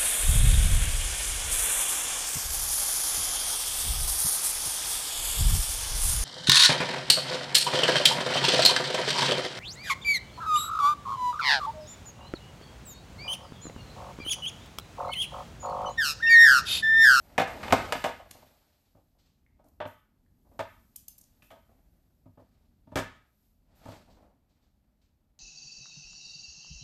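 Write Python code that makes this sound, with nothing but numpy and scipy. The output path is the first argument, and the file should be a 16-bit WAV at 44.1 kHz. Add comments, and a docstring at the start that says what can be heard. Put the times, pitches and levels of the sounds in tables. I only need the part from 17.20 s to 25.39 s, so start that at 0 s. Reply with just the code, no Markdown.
"""Sharp wooden knocks, heard through a microphone standing on a desk in a small room: nail work.
Hands, long nails and a pick-up tool strike the desktop and a tray of gems, exciting their damped modes.
Tiny crystals tick against each other and loose gems clink. Between the knocks a hand and sleeve
slide over the wood with friction noise, above a low room rumble and a faint hiss that swells at times."""
import sys
import numpy as np
from scipy import signal
from scipy.fft import rfft, irfft, next_fast_len
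from scipy.io import wavfile

SR = 44100
rng = np.random.default_rng(int(sys.argv[2]) if len(sys.argv) > 2 else 0)


def bounce(signal):
    """Save signal as a 16-bit WAV file at the path given by the first command-line argument."""
    frames = np.transpose(np.atleast_2d(signal))
    limited = np.clip(frames, -1, 1)
    pcm = np.round(limited * 32767).astype(np.int16)
    wavfile.write(sys.argv[1], SR, pcm)


N = 361179


def from_db(db):
    """Amplitude grows tenfold every 20 dB."""
    return 10 ** (np.asarray(db) / 20)


def unit_rms(x):
    """Normalisation to unit mean power."""
    return x / np.sqrt(np.mean(x ** 2) + 1e-20)


def at_hz(points, hz):
    """Interpolation on a logarithmic frequency axis."""
    known_hz, value = np.transpose(points)
    return np.interp(np.log(hz + 1e-3), np.log(known_hz), value)


def coloured(x, *spectra):
    """Filters in cascade: their gains in dB add."""
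    hz = np.fft.rfftfreq(len(x), 1 / SR)
    return irfft(rfft(x) * from_db(sum(at_hz(points, hz) for points in spectra)), len(x))


def noise(spectrum):
    """Stationary filtered noise, rms 1."""
    return unit_rms(coloured(rng.standard_normal(next_fast_len(N)), spectrum)[:N])


def decay(t, t60):
    """Exponential damping: 60 dB in t60 seconds, 1 ms at the quickest."""
    return np.exp(-np.log(1000) * t / np.maximum(t60, 1e-3))


def add(track, start_s, sound):
    """Superposition: a sound adds to the track from start_s on."""
    start = max(round(start_s * SR), 0)
    track[start:start + len(sound)] += sound[:N - start]


# Envelope of the room rumble: time_s, level_db # The brief swell at 5.81 s is the low tail of the knock at 5.76
# s dying away.
RUMBLE_ENVELOPE = [(0.0, -61.5), (0.66, -53.5), (1.39, -76), (2.55, -68.5), (2.83, -72.5), (3.42, -64),
                   (3.81, -69.5), (5.66, -69), (5.81, -53.5), (6.09, -75.5), (6.93, -63.5), (7.16, -72.5),
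                   (8.19, -74.5)]
# Spectra of rumble and hiss: frequency_hz, gain_db
RUMBLE_SPECTRUM = [(15, -26.5), (28, -7), (45, -2), (65, -2.5), (95, -7.5), (130, -12.5), (240, -12.5),
                   (300, -18.5), (400, -27.5), (700, -34.5), (1500, -52)]
HISS_SPECTRUM = [(500, -6), (3000, -11), (7500, -6.5), (9800, -8), (12000, 2.5), (14500, -4.5)]


def background(rumble_gain_db=3.0, hiss_db=-90):
    """The noise floor: a low rumble under slow amplitude modulation, and a steady hiss."""
    rumble_db = np.interp(np.arange(N) / SR, *np.transpose(RUMBLE_ENVELOPE))
    rumble = from_db(rumble_db + rumble_gain_db) * noise(RUMBLE_SPECTRUM)
    return rumble + from_db(hiss_db) * noise(HISS_SPECTRUM)


# Reverberation time of the room: frequency_hz, t60_s
REVERB_TIMES = [(100, 0.27), (300, 0.3), (600, 0.15), (1500, 0.45), (4000, 0.39), (8000, 0.22),
                (14000, .22)]


def room(x, build_s=0.012):
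    """Reverberation: a diffuse field builds up, then each band decays at its own rate."""
    t, tail = np.arange(SR) / SR, 0
    edges_hz = np.geomspace(40, 16000, 10)
    for low, high in zip(edges_hz, edges_hz[1:]):
        bandpass = signal.butter(2, [low, high], "band", fs=SR, output="sos")
        band = signal.sosfilt(bandpass, rng.standard_normal(SR))
        tail = tail + band * decay(t, at_hz(REVERB_TIMES, np.sqrt(low * high)))
    tail = tail * (1 - np.exp(-t / build_s))
    return signal.fftconvolve(x, tail / np.linalg.norm(tail))[:N]


def rough_noise(spectrum, changes_per_s, uneven_db):
    """Random amplitude modulation roughens noise, as in stick-slip friction; rms 1."""
    flutter = np.interp(np.arange(N) / SR * changes_per_s, np.arange(4000), rng.standard_normal(4000))
    return unit_rms(noise(spectrum) * from_db(uneven_db * flutter))


# Swells of rubbing, rustle and high hiss: peak_s, rise_t60_s, fall_t60_s, rub_db, rustle_db, hiss_db
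# A negative rise starts abruptly. The swell at 5.9 s is a knock dying away in the room.
SWELLS = [(0.03, 1.0, 1.2, -65, -81, -66.5), (0.3, -0.94, 1.5, -45.5, -58, -61.5),
          (0.57, 1.17, 1.1, -36.5, -48, -58), (0.77, 0.3, .8, -49.5, -49.5, -54),
          (1.18, 1.1, 1.62, -63, -66.5, -66), (1.6, 1.5, 3.0, -80, -82, -77.5),
          (3.5, 1.45, 2.5, -77, -81, -70), (3.98, 3, 6.5, -80.5, -81, -74),
          (4.5, 5, 4, -75.5, -87.5, -78.5), (5.38, 2.5, 1.7, -77.5, -83, -87),
          (5.9, 0.9, 0.75, -65, -72.5, -86), (6.26, 1.5, 0.8, -89.5, -85, -76),
          (6.72, 0.5, 0.53, -51.5, -58, -69), (7.02, 1.4, .8, -71.5, -85.5, -89.5),
          (7.42, 1.8, 1.2, -78.5, -87, -92.5)]
# Spectra of rubbed wood, rustling sleeve and high treble hiss: frequency_hz, gain_db
RUB_SPECTRUM = [(25, -18), (80, 3.5), (160, -3.5), (250, -1.5), (400, -6), (520, -4.5), (600, 1.5),
                (700, -2), (850, -2.5), (1050, -9), (1250, -8.5), (1450, -11), (2500, -16), (5000, -36)]
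RUSTLE_SPECTRUM = [(600, -25), (1500, 0), (2500, 0.5), (4500, 3.5), (6000, -3.5), (8000, -4), (9800, -13.5),
                   (14500, -14)]
HIGH_HISS_SPECTRUM = [(2000, -24), (5000, -7), (7800, -6.5), (9800, -10.5), (12000, 3), (14500, -3)]


def rubbing_and_hiss(resting_rub_db=-84.5, resting_rustle_db=-92):
    """Sliding friction: wood murmurs, sleeve and glove rustle. A high treble hiss swells and fades too."""
    t = np.arange(N) / SR
    rub, rustle, hiss = from_db(resting_rub_db), from_db(resting_rustle_db), 0   # hands never quite rest
    for peak_s, rise_s, fall_s, rub_db, rustle_db, hiss_db in SWELLS:
        swell = decay(np.abs(t - peak_s), np.where(t < peak_s, rise_s, fall_s))
        rub = np.maximum(rub, from_db(rub_db) * swell)
        rustle = np.maximum(rustle, from_db(rustle_db) * swell)
        hiss = np.maximum(hiss, from_db(hiss_db) * swell)
    wood = rub * rough_noise(RUB_SPECTRUM, changes_per_s=100, uneven_db=2.0)
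    sleeve = rustle * rough_noise(RUSTLE_SPECTRUM, changes_per_s=79, uneven_db=1.45)
    return wood + sleeve + hiss * noise(HIGH_HISS_SPECTRUM)


def bursts(rows, spectrum, gain_db, swell_s):
    """Envelope shaping: each burst of rough noise rises quickly and decays exponentially."""
    envelope, t = np.zeros(N), np.arange(SR // 2) / SR
    for start_s, level_db, t60 in rows:
        add(envelope, start_s, from_db(level_db + gain_db) * (1 - np.exp(-t / swell_s)) * decay(t, t60))
    return envelope * rough_noise(spectrum, changes_per_s=110, uneven_db=-1.0)


# Short strokes of the hand, and short swells of high hiss: start_s, relative_level_db, t60_s
SLEEVE_BRUSHES = [(1.5194, -66, 0.39), (1.6494, -66, 0.55), (1.9834, -60, 0.69), (2.0494, -67.5, 0.42),
                  (6.8977, -56.5, 0.54), (7.2903, -68, 0.69), (7.423, -67.5, 0.39), (7.8131, -64, 0.46)]
FINGER_DRAGS = [(0.345, -37.5, 0.35), (1.768, -55, 0.24), (1.949, -70, 0.44), (2.44, -55, 0.34),
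                (3.249, -59.5, 0.31), (3.314, -55, 0.42), (4.329, -48.5, 0.14), (4.491, -57.5, 0.35),
                (5.195, -49, 0.21), (6.489, -65, 0.4), (6.875, -54.5, 0.65), (6.969, -60, 0.5),
                (7.025, -58, 0.43)]
HISS_SWELLS = [(2.4423, -68.5, 0.66), (2.6594, -56.5, 0.44), (4.2223, -59.5, 0.52), (6.549, -66, 0.9)]
# Spectra of brushing and dragging: frequency_hz, gain_db
BRUSH_SPECTRUM = [(600, -2), (1700, -7.5), (4200, 0), (6000, -6), (8000, -9), (10000, -24), (14500, -8)]
DRAG_SPECTRUM = [(150, -11), (280, 4), (400, -6.5), (520, 0.5), (620, 0.5), (760, -2), (950, -7),
                 (1250, -14), (1700, -23), (4000, -38.5)]


def strokes_and_hiss():
    """Transient friction: glove and sleeve brush, fingers drag on the wood. High hiss swells briefly."""
    brushing = bursts(SLEEVE_BRUSHES, BRUSH_SPECTRUM, gain_db=-10.0, swell_s=0.0042)
    dragging = bursts(FINGER_DRAGS, DRAG_SPECTRUM, gain_db=-6.0, swell_s=0.0018)
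    hiss = bursts(HISS_SWELLS, HIGH_HISS_SPECTRUM, gain_db=-3.5, swell_s=0.011)
    return brushing + dragging + hiss


# Loose gems striking the tray: start_s, relative_level_db, pitch_hz
GEM_CLINKS = [(2.2642, -64, 2035), (3.0634, -72, 1820), (3.7581, -56.5, 3120), (3.8813, -59, 3110),
              (4.2225, -53, 2630), (4.3065, -55, 3390)]


def clinks(gain_db=-9.5, t60=0.11, spread=0.15, mode_count=14):
    """Free vibration: a loose gem excites closely spaced tray modes, which beat as they decay."""
    out, t = np.zeros(N), np.arange(SR // 3) / SR
    for start_s, level_db, pitch_hz in GEM_CLINKS:
        offset = rng.standard_normal((mode_count, 1))
        mode_hz = pitch_hz * (1 + spread * offset)
        weight = np.exp(-np.abs(offset))   # modes far from the main pitch ring more weakly
        cluster = (weight * np.sin(2 * np.pi * mode_hz * t)).sum(axis=0)
        add(out, start_s, from_db(level_db + gain_db) * unit_rms(cluster) * decay(t, t60))
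    return out


# Crystals touching, in relative band levels: start_s, treble_db, body_db, sparkle_db
CRYSTAL_TICKS = [(1.1097, -38.5, -34.5, -50), (2.4428, -67, -76.5, -83.5), (2.484, -66.5, -65, -71),
                 (2.6753, -57, -49, -68), (3.7598, -35.5, -58, -40.5), (3.8813, -37.5, -58, -42),
                 (3.9805, -50.5, -61.5, -53.5), (3.9867, -52, -70.5, -58.5), (4.012, -48, -77.5, -59),
                 (4.0378, -54, -70, -72.5), (4.2234, -62, -53.5, -72.5), (4.3127, -61, -50.5, -65.5)]
# Where those levels apply: body_hz, lower_treble_hz, upper_treble_hz, sparkle_hz
TICK_BANDS_HZ = [3500, 5500, 9500, 12000]
# Spectrum common to all ticks: frequency_hz, gain_db
TICK_SPECTRUM = [(900, -6), (2000, -13), (2900, -10.5), (4200, -4), (5300, -4.5), (6200, -2), (7400, -3.5),
                 (8400, -4), (10800, -0.5), (12300, 9), (13600, 6.5), (15000, -22)]


def crystals(gain_db=1.5, t60=0.021, rebound_s=0.0021, rebound_db=3.5):
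    """A brief impact has a broad spectrum: each crystal ticks brightly, then louder on its rebound."""
    out, t = np.zeros(N), np.arange(SR // 20) / SR
    for start_s, treble_db, body_db, sparkle_db in CRYSTAL_TICKS:
        force = list(zip(TICK_BANDS_HZ, [body_db, treble_db, treble_db, sparkle_db]))
        for lag_s, touch_db in [(0, 0), (rebound_s, rebound_db)]:
            tick = coloured(rng.standard_normal(len(t)), TICK_SPECTRUM, force) * decay(t, t60)
            add(out, start_s + lag_s, from_db(gain_db + touch_db) * tick)
    return out


# Registers of a blow: thump_hz, lower_mid_hz, upper_mid_hz, lower_clack_hz, upper_clack_hz, edge_hz
BLOW_BANDS_HZ = [250, 500, 950, 1800, 3400, 6500]


def force_spectrum(pitch_hz, thump_db, clack_db, edge_db, hump_db=5.0, half_width_octaves=0.11):
    """Excitation spectrum (frequency_hz, gain_db): the registers plus the striker's own resonance."""
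    hz = np.geomspace(100, 10000, 120)
    registers = list(zip(BLOW_BANDS_HZ, [thump_db, 0, 0, clack_db, clack_db, edge_db]))
    resonance_db = hump_db * np.exp(-(np.log2(hz / pitch_hz) / half_width_octaves) ** 2)
    return np.transpose([hz, at_hz(registers, hz) + resonance_db])


# Modes of desk and tray: frequency_hz, struck_at_side_db, struck_near_tray_db, nominal_t60_s
DESK_MODES = [(102, -15.5, -2, 0.23), (166.6, -8, -5.5, 0.17), (254, -6, -4, 0.19),
              (319.3, -13.5, -6, 0.049), (498, -12.5, -43.5, 0.11), (553, -17, -8, 0.059),
              (590.7, -11.5, -10, 0.089), (652.6, -11.5, -10.5, 0.13), (713, -12, -20, 0.1),
              (779.5, -9, -22, 0.08), (868, -21, -15, 0.11), (936, -15.5, -17.5, 0.16),
              (1079, -17, -29, 0.1), (1163.3, -13.5, -14.5, .09), (1254, -14, -10.5, 0.11),
              (1494, -14, -14, 0.058), (1638, -20, -21.5, 0.17), (1758, -20, -11.5, 0.082),
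              (2115, -18, -28.5, 0.18), (2325, -22, -17.5, 0.088), (2483, -16, -28, 0.11),
              (2975, -19.5, -68, 0.13), (3496, -23.5, -23.5, 0.16)]
# Spectra of the crowd of weaker modes and of the contact crack: frequency_hz, gain_db
CROWD_SPECTRUM = [(25, -10.5), (80, 3.5), (260, 5.5), (400, 3), (620, -1.5), (900, 1), (1200, -3.5),
                  (1420, -3), (1800, -1.5), (2900, -8.5), (4200, -9), (6500, -4.5), (8200, -5.5),
                  (9700, -13), (12000, -10.5), (14500, -13)]
CRACK_SPECTRUM = [(200, -9.5), (700, 7.5), (1400, 4.5), (3000, 3), (6000, 1), (14500, -6)]
NOMINAL_RING_S = 0.12   # the ring_s at which the modes have their listed t60
TOOL_IN_HAND_S = 1.3   # blows land at the side, where the tool is fetched, until then; later by the tray


def blow(start_s, strength_db, force, crack_db, ring_s, contact_s=0.000089, spread_s=0.0024,
         modes_db=1.0, crowd_db=3.5, scatter_db=0.67, load_shift=0.0084, crack_t60=0.013):
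    """Modal superposition: the force spectrum and the striking point weight each mode of desk and tray."""
    t = np.arange(SR // 3) / SR
    hz, side_db, tray_db, t60 = np.transpose(DESK_MODES)
    place_db = side_db if start_s < TOOL_IN_HAND_S else tray_db
    polarity = (-1) ** np.arange(len(hz))   # neighbouring modes move the microphone in opposite senses
    weight = polarity * from_db(at_hz(force, hz) + place_db + scatter_db * rng.standard_normal(len(hz)))
    # the weight of the hand detunes the modes a little
    loaded_hz = hz * (1 + load_shift * rng.standard_normal(len(hz)))
    damping = decay(t, t60[:, None] * ring_s / NOMINAL_RING_S)
    modes = weight @ (np.sin(2 * np.pi * loaded_hz[:, None] * t) * damping)
    crowd = coloured(rng.standard_normal(len(t)), CROWD_SPECTRUM, force) * decay(t, ring_s)
    crack = coloured(rng.standard_normal(len(t)), CRACK_SPECTRUM, force) * decay(t, crack_t60)
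    # the contact sounds at once; bending waves take a moment to fill the desktop
    contact = (from_db(crowd_db) * crowd + from_db(crack_db) * crack) * (1 - np.exp(-t / contact_s))
    ringing = from_db(modes_db) * modes * (1 - np.exp(-t / spread_s))
    return from_db(strength_db) * (contact + ringing)


# Soft pats of fingers and palm: start_s, strength_db, relative_thump_db
FINGER_PATS = [(0.9953, -39, -37), (1.0544, -49.5, -26), (1.146, -45.5, -6), (1.2243, -49.5, -8),
               (1.7476, -56.5, -1), (2.3923, -52.5, -14), (4.361, -48, -19), (5.058, -53.5, 6),
               (5.174, -49, -2.5), (5.6708, -52.5, 1), (5.7184, -39, -4)]


def pats():
    """Inelastic impact: soft flesh lands without a bounce and excites little treble."""
    out = np.zeros(N)
    for start_s, strength_db, thump_db in FINGER_PATS:
        force = force_spectrum(pitch_hz=615, thump_db=thump_db, clack_db=-16, edge_db=-33)
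        pat = blow(start_s, strength_db, force, crack_db=-4, ring_s=0.14,
                   contact_s=0.0011, spread_s=0.0052)
        add(out, start_s, pat)
    return out


# Hard things set down on the desk: start_s, strength_db, pitch_hz, thump_db, clack_db, edge_db,
# crack_db, ring_s, bounce_count, bounce_gap_s, bounce_loss_db
# Thump, clack, edge and crack are relative to the strength; a negative loss makes the bounce harder.
DESK_KNOCKS = [(0.1795, -12.5, 780, -9.5, 0, -17.5, -8.5, 0.082, 2, 0.018, 4),
               (0.2742, -32, 686, -18, -11, -14.5, -3, 0.24, 0, 0, 0),
               (0.431, -34, 1251, -33, 6, -11, -8, .13, 0, 0, 0),
               (0.481, -27, 950, -16, 4, -26, -17, .035, 1, 0.026, -1),
               (0.5241, -4.5, 430, -9, -6, -18, -0.5, .07, 1, .0075, 9),
               (0.7233, -20, 590, -34, 0.5, -10.5, 5, .09, 0, 0, 0),
               (0.7509, -26.5, 740, -7, -2, -26, -15, .09, 0, 0, 0),
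               (0.841, -18.5, 607, -15, -3, -15.5, -2, .15, 1, .0165, 13),
               (0.8916, -35, 895, -18, -2, -19, 0, 0.12, 0, 0, 0),
               (2.6025, -24.5, 593, -22.5, -7.5, -36, -10, 0.13, 1, .013, 4.5),
               (2.6536, -28, 589, -12, -9, -35, -6.5, .08, 0, 0, 0),
               (3.392, -21, 600, -20, -6, -21.5, -17, 0.086, 1, .0107, 4),
               (4.2233, -62, 2600, -1, 6, -7.5, -3.5, 0.17, 0, 0, 0),
               (4.3042, -46.5, 717, -21, -4.5, -16, -2, .17, 1, 0.0095, 2),
               (5.7567, -19, 490, -8.5, -3, -12.5, -4, 0.11, 2, .0145, 2),
               (6.656, -38, 526, -5, -13.5, -18, -19, 0.12, 1, .028, 0)]


def knocks(duller_db=0.5, ring_growth=1.15):
    """Impact and rebound: each bounce is duller, usually weaker, and damps the desk less."""
    out = np.zeros(N)
    for (start_s, strength_db, pitch_hz, thump_db, clack_db, edge_db,
         crack_db, ring_s, bounces, gap_s, loss_db) in DESK_KNOCKS:
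        for k in range(round(bounces) + 1):
            force = force_spectrum(pitch_hz, thump_db, clack_db - k * duller_db, edge_db - k * duller_db)
            knock = blow(start_s, strength_db - k * loss_db, force, crack_db, ring_s * ring_growth ** k)
            add(out, start_s + k * gap_s, knock)
    return out


def scene(desk_room_db=-11.0, gem_room_db=-7.5):
    """Direct and reverberant sound of the impacts add to friction, hiss and the noise floor."""
    desk = knocks() + pats()
    gems = crystals() + clinks()
    reflections = room(from_db(desk_room_db) * desk + from_db(gem_room_db) * gems)
    return (desk + gems + reflections + strokes_and_hiss() + rubbing_and_hiss() + background())[None]


def record(dry, headroom=0.7, cutoff_hz=14300):
    """Soft saturation in the microphone chain rounds the peaks; a steep low-pass cuts the top."""
    lowpass = signal.ellip(10, .2, 70, cutoff_hz, fs=SR, output="sos")
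    return signal.sosfilt(lowpass, headroom * np.tanh(dry / headroom))


dry = scene()
out = record(dry)
bounce(out)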